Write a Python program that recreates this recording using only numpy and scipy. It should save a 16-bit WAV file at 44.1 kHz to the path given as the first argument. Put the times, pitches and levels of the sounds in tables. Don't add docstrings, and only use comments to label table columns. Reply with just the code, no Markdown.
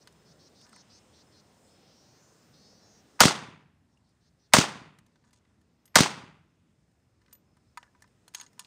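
import sys
import numpy as np
from scipy import signal
from scipy.io import wavfile
from scipy.ndimage import uniform_filter1d

SR = 44100
rng = np.random.default_rng(int(sys.argv[2]) if len(sys.argv) > 2 else 0)


def invert_db(level):
    return 10 ** (np.asarray(level, dtype=float) / 20)


def store_wav(level_fs):
    pcm = np.round(np.clip(np.atleast_2d(level_fs), -1, 1) * 32767)
    wavfile.write(sys.argv[1], SR, pcm.T.astype(np.int16))


N = 381906

# (time [s], relative level [dB])
SHOTS = [(3.2047, 2), (4.5356, 1), (5.956, 1)]
# (frequency [Hz], relative density [dB per Hz], extra fall [dB/s])
BLAST_COLOUR = [(50, -30.5, -43), (89.5, -18, -49.5), (170, -2.5, -42), (324, -7, -15), (550, -5.5, 2),
                (1000, -0.5, -1), (1700, -4, 3.5), (2310, -9.5, -8.5), (3691, -6.5, 20.5), (6970, -7, 61.5),
                (10700, -23.5, 69.5), (15000, -27, 88)]
# (delay [s], level before dulling [dB], sign, swing [Hz], dulled above [Hz])
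ECHOES = [(.009, 8.5, 1, 200, 2005), (.0325, 11, -1, 600, 3000), (.037, 0.5, 1, 200, 1000),
          (0.038, 10, -1, 2494, 8850), (0.0501, 22.5, -1, 2988, 14000), (0.0503, 14.5, 1, 175, 11990),
          (0.058, 4.5, 1, 248, 1000), (.0715, 0.5, 1, 300, 787.5), (.0985, -4.5, -1, 400, 800),
          (.221, -18.5, -1, 170, 600), (0.2805, -18, 1, 180, 600), (.335, -31, 1, 150, 500)]
# (delay [s], level [dB], lift of the body around 1.2 kHz [dB])
BURSTS = [(0, 16, 5.5), (.003, 12, 3), (.0085, 9, 4), (.016, 1, -0.5), (.031, 0, 6), (.034, 4.5, -7.5),
          (.05, 8, -8), (.075, -2.5, 3), (.104, -12, 11)]
BURST_T60_S, BURST_BASS_DB = .035, -4
BUSHES_DB, BUSHES_UNTIL_S, BUSHES_FALL_DB_PER_S = -3, .075, 329.5
HOLLOW_DB, HOLLOW_FALL_DB_PER_S = -0.5, 107.5

# (lead before the blast [s], relative level [dB], loudest at [octaves above 1 kHz], fall one octave away [dB])
LOCK = [(0.012, -41.5, .6, 4), (.0078, -36, 1, 1.5), (.0045, -37, .6, 2), (.0015, -26.5, 1, 2.5)]
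# (time [s], relative level [dB], loudest at [octaves above 1 kHz], fall one octave away [dB])
CLICKS = [(.0728, -48.5, 1.88, 5.5), (.124, -60.5, 4, 5), (0.613, -59, 2.1, 8), (0.665, -60, 1.7, 11),
          (.6923, -60, 2.5, 8), (0.7284, -66, 1.5, -4), (0.762, -60.5, 1, 3), (3.974, -58, 4, 3),
          (4.09, -61, 3.5, 5), (4.986, -40, 2, 3), (5.063, -48, 2.3, 4), (5.157, -48, 1.2, 7),
          (5.24, -52, 1, 8), (5.307, -51, 2, 6), (5.331, -48.5, 3.5, 0.5), (5.451, -56, 1.4, 6),
          (5.613, -58, 3, 1), (5.8549, -39, 4.5, 1.5), (5.877, -49, 2.1, 4), (6.915, -63, 2.5, 4),
          (7.216, -57.5, 1.4, 3), (7.261, -52, 1.7, 9), (7.281, -53, 1.2, 6), (7.311, -54, 1.3, 14),
          (7.327, -33, 4.5, 1.5), (7.351, -48.5, 3.2, 2), (7.568, -58.5, 2.5, .5), (7.773, -32.5, 1, 1.1),
          (7.829, -41, 1.06, 11), (7.949, -56.5, 0.5, 6), (8.005, -63.5, 3, 1), (8.021, -43.5, 3.9, 1),
          (8.041, -51, 1, 11), (8.075, -60, 2, 4), (8.279, -42.5, 2.3, 3.5), (8.338, -46, 2.5, 2),
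          (8.347, -26, 2.17, 5.5), (8.399, -40.5, 1.5, 5), (8.411, -34.5, 2.1, 7), (8.464, -50, 1.9, 7),
          (8.53, -58, 2.5, 2), (8.579, -59, .4, 3), (8.593, -30, 2.5, 5), (8.646, -42.5, 2.1, 22)]
# (low edge [Hz], high edge [Hz], share of ringing [ratio])
CLICK_BANDS = [(800, 1300, 1.6), (1300, 2200, 1.1), (2200, 5000, .3), (5000, 11500, .4)]
RATTLE_T60_S, DEEPEST_FALL_DB = .028, 51
# (frequency [Hz], relative level [dB], t60 [s])
RIFLE_MODES = [(990, -5, .065), (1250, -11, .045), (1550, -12, .03), (1770, -12, .05), (2020, -12, .035),
               (2450, -18, .03), (2900, -17, .045), (3500, -20, .03), (4300, -21, .03), (5000, -19, .03),
               (5500, -19, .03), (6280, -14, .04), (6600, -13, .04), (6870, -16, .06), (7700, -18, .03),
               (8450, -17, .04), (9300, -22, .03)]
# (time [s], level [dB], frequency [Hz], t60 [s])
PINGS = [(.614, -60, 8500, .02), (.693, -57, 8240, 0.017), (.727, -57, 8150, 0.022),
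         (0.73, -50.5, 1340, .04), (.762, -50, 8550, 0.016), (3.973, -46, 2800, .028),
         (5.856, -43, 12500, 0.16), (7.331, -22, 12070, 0.11), (7.774, -25, 960, 0.057),
         (7.775, -36, 1764, .05), (7.878, -52, 1700, 0.067), (7.95, -46, 981, .09),
         (8.023, -40, 1760, 0.034), (8.042, -51, 1800, 0.043), (8.042, -54, 1010, .06),
         (8.349, -21, 6460, 0.029), (8.4, -29.5, 6650, 0.038), (8.412, -32, 6500, 0.034),
         (8.415, -46, 970, .09), (8.464, -42.5, 6630, 0.032), (8.594, -40, 996, 0.093)]
# (start [s], length [s], level [dB], sag over the stroke [dB], treble over low [dB])
STROKES = [(.63, 0.18, -69.5, -3, -9), (5.244, 0.057, -58, 4, -3), (5.328, 0.063, -56, 13, 9.5),
           (7.21, .15, -62.5, 8, -4), (7.79, 0.057, -55.5, 4, -5), (7.835, .04, -60, 3, -12),
           (8.344, 0.076, -46.5, 9, 3.5), (8.414, 0.048, -52, 14, 0.5), (8.463, 0.032, -60, 9, 1.5),
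           (8.602, 0.073, -50.5, 16, 3)]
STROKE_EDGE_S = 0.0027

# (start [s], length [s], level [dB], throat at start [Hz], throat at end [Hz])
BIRD_NOTES = [(0, 0.044, -65.5, 5440, 5430), (.251, 0.09, -67, 4870, 5170), (0.383, .11, -64.5, 4530, 5000),
              (0.543, .12, -63, 4650, 5370), (0.717, 0.11, -61, 4970, 5360),
              (0.888, .11, -61.5, 4650, 5400), (1.123, .11, -65, 4250, 4630),
              (1.306, 0.11, -66, 4140, 4900), (1.663, .23, -73, 3570, 4300), (1.864, 0.6, -68, 4850, 7540),
              (2.528, .49, -64.5, 4340, 5960), (3.878, .08, -67, 4700, 5700),
              (4.032, 0.095, -65, 4560, 4760), (4.2, .1, -61.5, 4500, 4680), (4.382, .1, -61.5, 4600, 4900)]
LONG_NOTE_S, SHORT_PULSES_HZ, LONG_PULSES_HZ = .2, 222, 277
SWELL_DB, SAG_DB_PER_S2 = 6, 16
SCOOP, SCOOP_S, PITCH_SAG_PER_S2 = .07, .035, .2

CRICKET_HZ, CRICKET_WIDTH_HZ, CRICKET_DB = 5200, 70, -80

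# (frequency [Hz], relative density [dB per Hz])
AIR_COLOUR = [(24, -55), (40, -24.5), (115, -2), (185, -0.5), (297, -5), (345, -2.5), (412, -4),
              (2770, -20.5), (5180, -20.5), (8770, -24), (11300, -36.5), (14800, -30.5), (16000, -47)]
AIR_DB = -63.5
# (frequency [Hz], relative density [dB per Hz])
RUMBLE_COLOUR = [(40, -22), (75, -3.5), (160, -7), (240, -8), (440, -23.5), (1500, -29), (4500, -36.5),
                 (9000, -39.5), (12000, -56), (16000, -56.5)]
RUMBLE_DB = -69
DUCK_FROM_DB, DUCK_DB, RECOVER_DB_PER_S = -22, 21, 5.5
EDGES_HZ = np.geomspace(40, 16500, 21)


def shots():
    t = np.arange(round(.9 * SR)) / SR
    clumps_db = 1.5 * drift(70, len(t)) + 3.0 * drift(450, len(t))
    clumps_db *= .4 + .6 * np.exp(-t / .12)

    def fade(hz):
        return invert_db(scatter_db(t, hz) + clumps_db - at_hz(BLAST_COLOUR, hz, column=2) * t)

    ground = rng.standard_normal((2, len(t)))
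    echoes = echo_pulses(t)
    scale = np.std(coloured(ground, BLAST_COLOUR, lambda hz: 1))
    b, a = signal.butter(1, 1500, fs=SR)
    out = np.zeros(N)
    for s, level_db in SHOTS:
        fresh = rng.standard_normal(ground.shape)
        white = fresh + signal.lfilter(b, a, ground - fresh)
        scatter = coloured(white, BLAST_COLOUR, fade) / scale
        add(out, s, invert_db(level_db) * (scatter + echoes))
    return out


def echo_pulses(t):
    echoes = np.zeros(len(t))
    start = t[:2000]
    for delay, level_db, sign, swing_hz, dull_hz in ECHOES:
        pulse = np.cos(2 * np.pi * swing_hz * start) * np.exp(-(1.4 * swing_hz * start) ** 2)
        pulse = signal.lfilter(*signal.butter(1, dull_hz, fs=SR), pulse)
        add(echoes, delay, np.sign(sign) * invert_db(level_db) * pulse)
    return echoes


def scatter_db(t, hz):
    power = invert_db(HOLLOW_DB - HOLLOW_FALL_DB_PER_S * t) ** 2
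    if hz >= 2200:
        thinning_s = np.maximum(t - BUSHES_UNTIL_S, 0)
        power = power + invert_db(BUSHES_DB - BUSHES_FALL_DB_PER_S * thinning_s) ** 2
    for delay, level_db, body_db in BURSTS:
        if hz < 500:
            lift_db = BURST_BASS_DB + min(body_db, 0)
        elif hz < 2200:
            lift_db = body_db
        else:
            lift_db = 0
        age = np.maximum(t - delay, 0)
        burst = invert_db(level_db + lift_db - 60 * age / BURST_T60_S)
        power = power + (t >= delay) * burst ** 2
    return 10 * np.log10(power)


def handling():
    out = np.zeros(N)
    t = np.arange(6000) / SR
    centres = np.log2([np.sqrt(low * high) / 1000 for low, high, _ in CLICK_BANDS])
    lock_clicks = [(s - lead, *rest) for s, _ in SHOTS for lead, *rest in LOCK]
    for s, top_db, octave, fall_db in CLICKS + lock_clicks:
        levels_db = top_db - np.clip(fall_db * (centres - octave) ** 2, 0, DEEPEST_FALL_DB)
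        rattle = rng.standard_normal(len(t)) * invert_db(-60 * t / RATTLE_T60_S) * np.minimum(t / 0.001, 1)
        strike = rattle * invert_db(-60 * t / 0.003)
        strengths_db = rng.normal(0, 3.5, len(RIFLE_MODES))
        for (low_hz, high_hz, share), level_db in zip(CLICK_BANDS, levels_db):
            rung = 0
            for (hz, mode_db, t60), strength_db in zip(RIFLE_MODES, strengths_db):
                if low_hz <= hz < high_hz:
                    rung = rung + invert_db(mode_db + strength_db) * ring(strike, hz, t60)
            noise = band(band(rattle, low_hz, high_hz), .8 * low_hz, 16000)
            sound = noise / np.std(noise[:130]) + share * rung / np.std(rung[:260])
            add(out, s, invert_db(level_db - 1.5) * sound)
    for s, level_db, hz, t60 in PINGS:
        add(out, s, invert_db(level_db) * ring(np.arange(12000) == 0, hz, t60))
    return band(band(out, 700, 17000), 550, 18000)


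def slide():
    is_slip = rng.random(N) < 1500 / SR
    slips = is_slip * rng.standard_normal(N) * invert_db(5 * drift(60, N))
    rung = sum(invert_db(0.25 * db) * ring(slips, hz, t60) for hz, db, t60 in RIFLE_MODES)
    sound = .9 * rms_one(rung) + rms_one(band(slips, 900, 7900))
    low = rms_one(band(sound, 950, 1900))
    high = rms_one(band(sound, 2200, 9500))
    t, out = np.arange(N) / SR, np.zeros(N)
    for s, length, level_db, sag_db, treble_db in STROKES:
        u = np.clip((t - s) / length, 0, 1)
        edges = np.clip(np.minimum(u, 1 - u) * length / STROKE_EDGE_S, 0, 1)
        out += invert_db(level_db - sag_db * u) * edges * (low + invert_db(treble_db) * high)
    return out


def bird():
    out = np.zeros(N)
    for s, length, level_db, hz0, hz1 in BIRD_NOTES:
        short = length < LONG_NOTE_S
        rate = SHORT_PULSES_HZ if short else LONG_PULSES_HZ
        roughness = 2.0 if short else 1.25
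        flutter_rate = 45 if short else 16
        size = round(length * SR)
        u = np.linspace(0, 1, size)
        glide = 1 - SCOOP * np.exp(-u * length / SCOOP_S) - PITCH_SAG_PER_S2 * (u * length) ** 2
        wobble = .006 * drift(30, size) + .008 * drift(7, size)
        phase = 2 * np.pi * np.cumsum(rate * (glide + wobble)) / SR
        throat = hz0 + (hz1 - hz0) * u
        note = 0
        for k in range(int(3300 / rate), int(8500 / rate)):
            wide = np.exp(-np.abs((k * rate - 2800 - 0.48 * throat) / 1650) ** 4)
            lift = 1 + 0.3 * np.exp(-((k * rate - throat) / 450) ** 2)
            blur = roughness * drift(170, size)
            flutter = invert_db(4.0 * drift(flutter_rate, size))
            note = note + wide * lift * flutter * np.sin(k * phase + blur)
        edges = np.clip(np.minimum(u, 1 - u) * length / .015, 0, 1)
        shape_db = SWELL_DB * (u - .5) if short else -SAG_DB_PER_S2 * (u * length) ** 2
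        add(out, s, invert_db(level_db + shape_db) * edges * rms_one(note))
    return out


def cricket():
    half = CRICKET_WIDTH_HZ / 2
    song = band(rng.standard_normal(N), CRICKET_HZ - half, CRICKET_HZ + half)
    return invert_db(CRICKET_DB + 3.0 * drift(15, N)) * rms_one(song)


def air():
    return wavering_noise(AIR_COLOUR, AIR_DB, patchy_db=2.0)


def wavering_noise(spectrum, level_db, patchy_db):
    noise = coloured(rng.standard_normal((2, N)), spectrum, lambda hz: invert_db(patchy_db * drift(6.0, N)))
    return invert_db(level_db) * rms_one(noise)


def coloured(white, spectrum, gain):
    out = 0
    for k, (low_hz, high_hz) in enumerate(zip(EDGES_HZ, EDGES_HZ[1:])):
        centre_hz = np.sqrt(low_hz * high_hz)
        level = invert_db(at_hz(spectrum, centre_hz))
        out = out + level * band(white[k % 2], low_hz, high_hz) * gain(centre_hz)
    return out


def ring(x, hz, t60):
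    r, w = invert_db(-60 / (t60 * SR)), 2 * np.pi * hz / SR
    return signal.lfilter([0, np.sin(w)], [1, -2 * r * np.cos(w), r * r], x + 1e-18)


def drift(rate, size):
    steps = rng.standard_normal(int(size / SR * rate) + 2)
    return np.interp(np.arange(size) / SR * rate, np.arange(len(steps)), steps)


def band(x, low_hz, high_hz):
    return signal.sosfilt(signal.butter(2, [low_hz, high_hz], "band", fs=SR, output="sos"), x)


def at_hz(table, hz, column=1):
    table = np.array(table)
    return np.interp(np.log(hz), np.log(table[:, 0]), table[:, column])


def rms_one(x):
    return x / np.sqrt(np.mean(x ** 2) + 1e-20)


def add(out, s, sound):
    i = round(s * SR)
    out[i:i + len(sound)] += sound[:len(out) - i]


def scene():
    mix = shots() + handling() + slide() + bird() + cricket() + air()
    return mix[None]


def top_cut(x):
    return signal.sosfilt(signal.butter(12, 16640, fs=SR, output="sos"), x)


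def record(dry):
    level_db = 10 * np.log10(uniform_filter1d(dry ** 2, size=128, origin=63) + 1e-12)
    ramp = RECOVER_DB_PER_S * np.arange(N) / SR
    wanted_db = np.clip(level_db - DUCK_FROM_DB, 0, DUCK_DB)
    duck_db = np.maximum.accumulate(wanted_db + ramp, axis=1) - ramp
    r = np.exp(-1 / (0.00053 * SR))
    x = dry * invert_db(-signal.lfilter([1 - r], [1, -r], duck_db))
    x = x - 0.88 * band(x, 9200, 14000)
    top = .53
    x = x / (1 + np.abs(x / top) ** 6) ** (1 / 6)
    x = signal.sosfilt(signal.butter(2, 70, "high", fs=SR, output="sos"), x)
    x = x + wavering_noise(RUMBLE_COLOUR, RUMBLE_DB, patchy_db=2.2)
    x = signal.sosfilt(signal.cheby2(10, 50, 16400, fs=SR, output="sos"), x)
    return top_cut(x)


dry = scene()
out = record(dry)
store_wav(out)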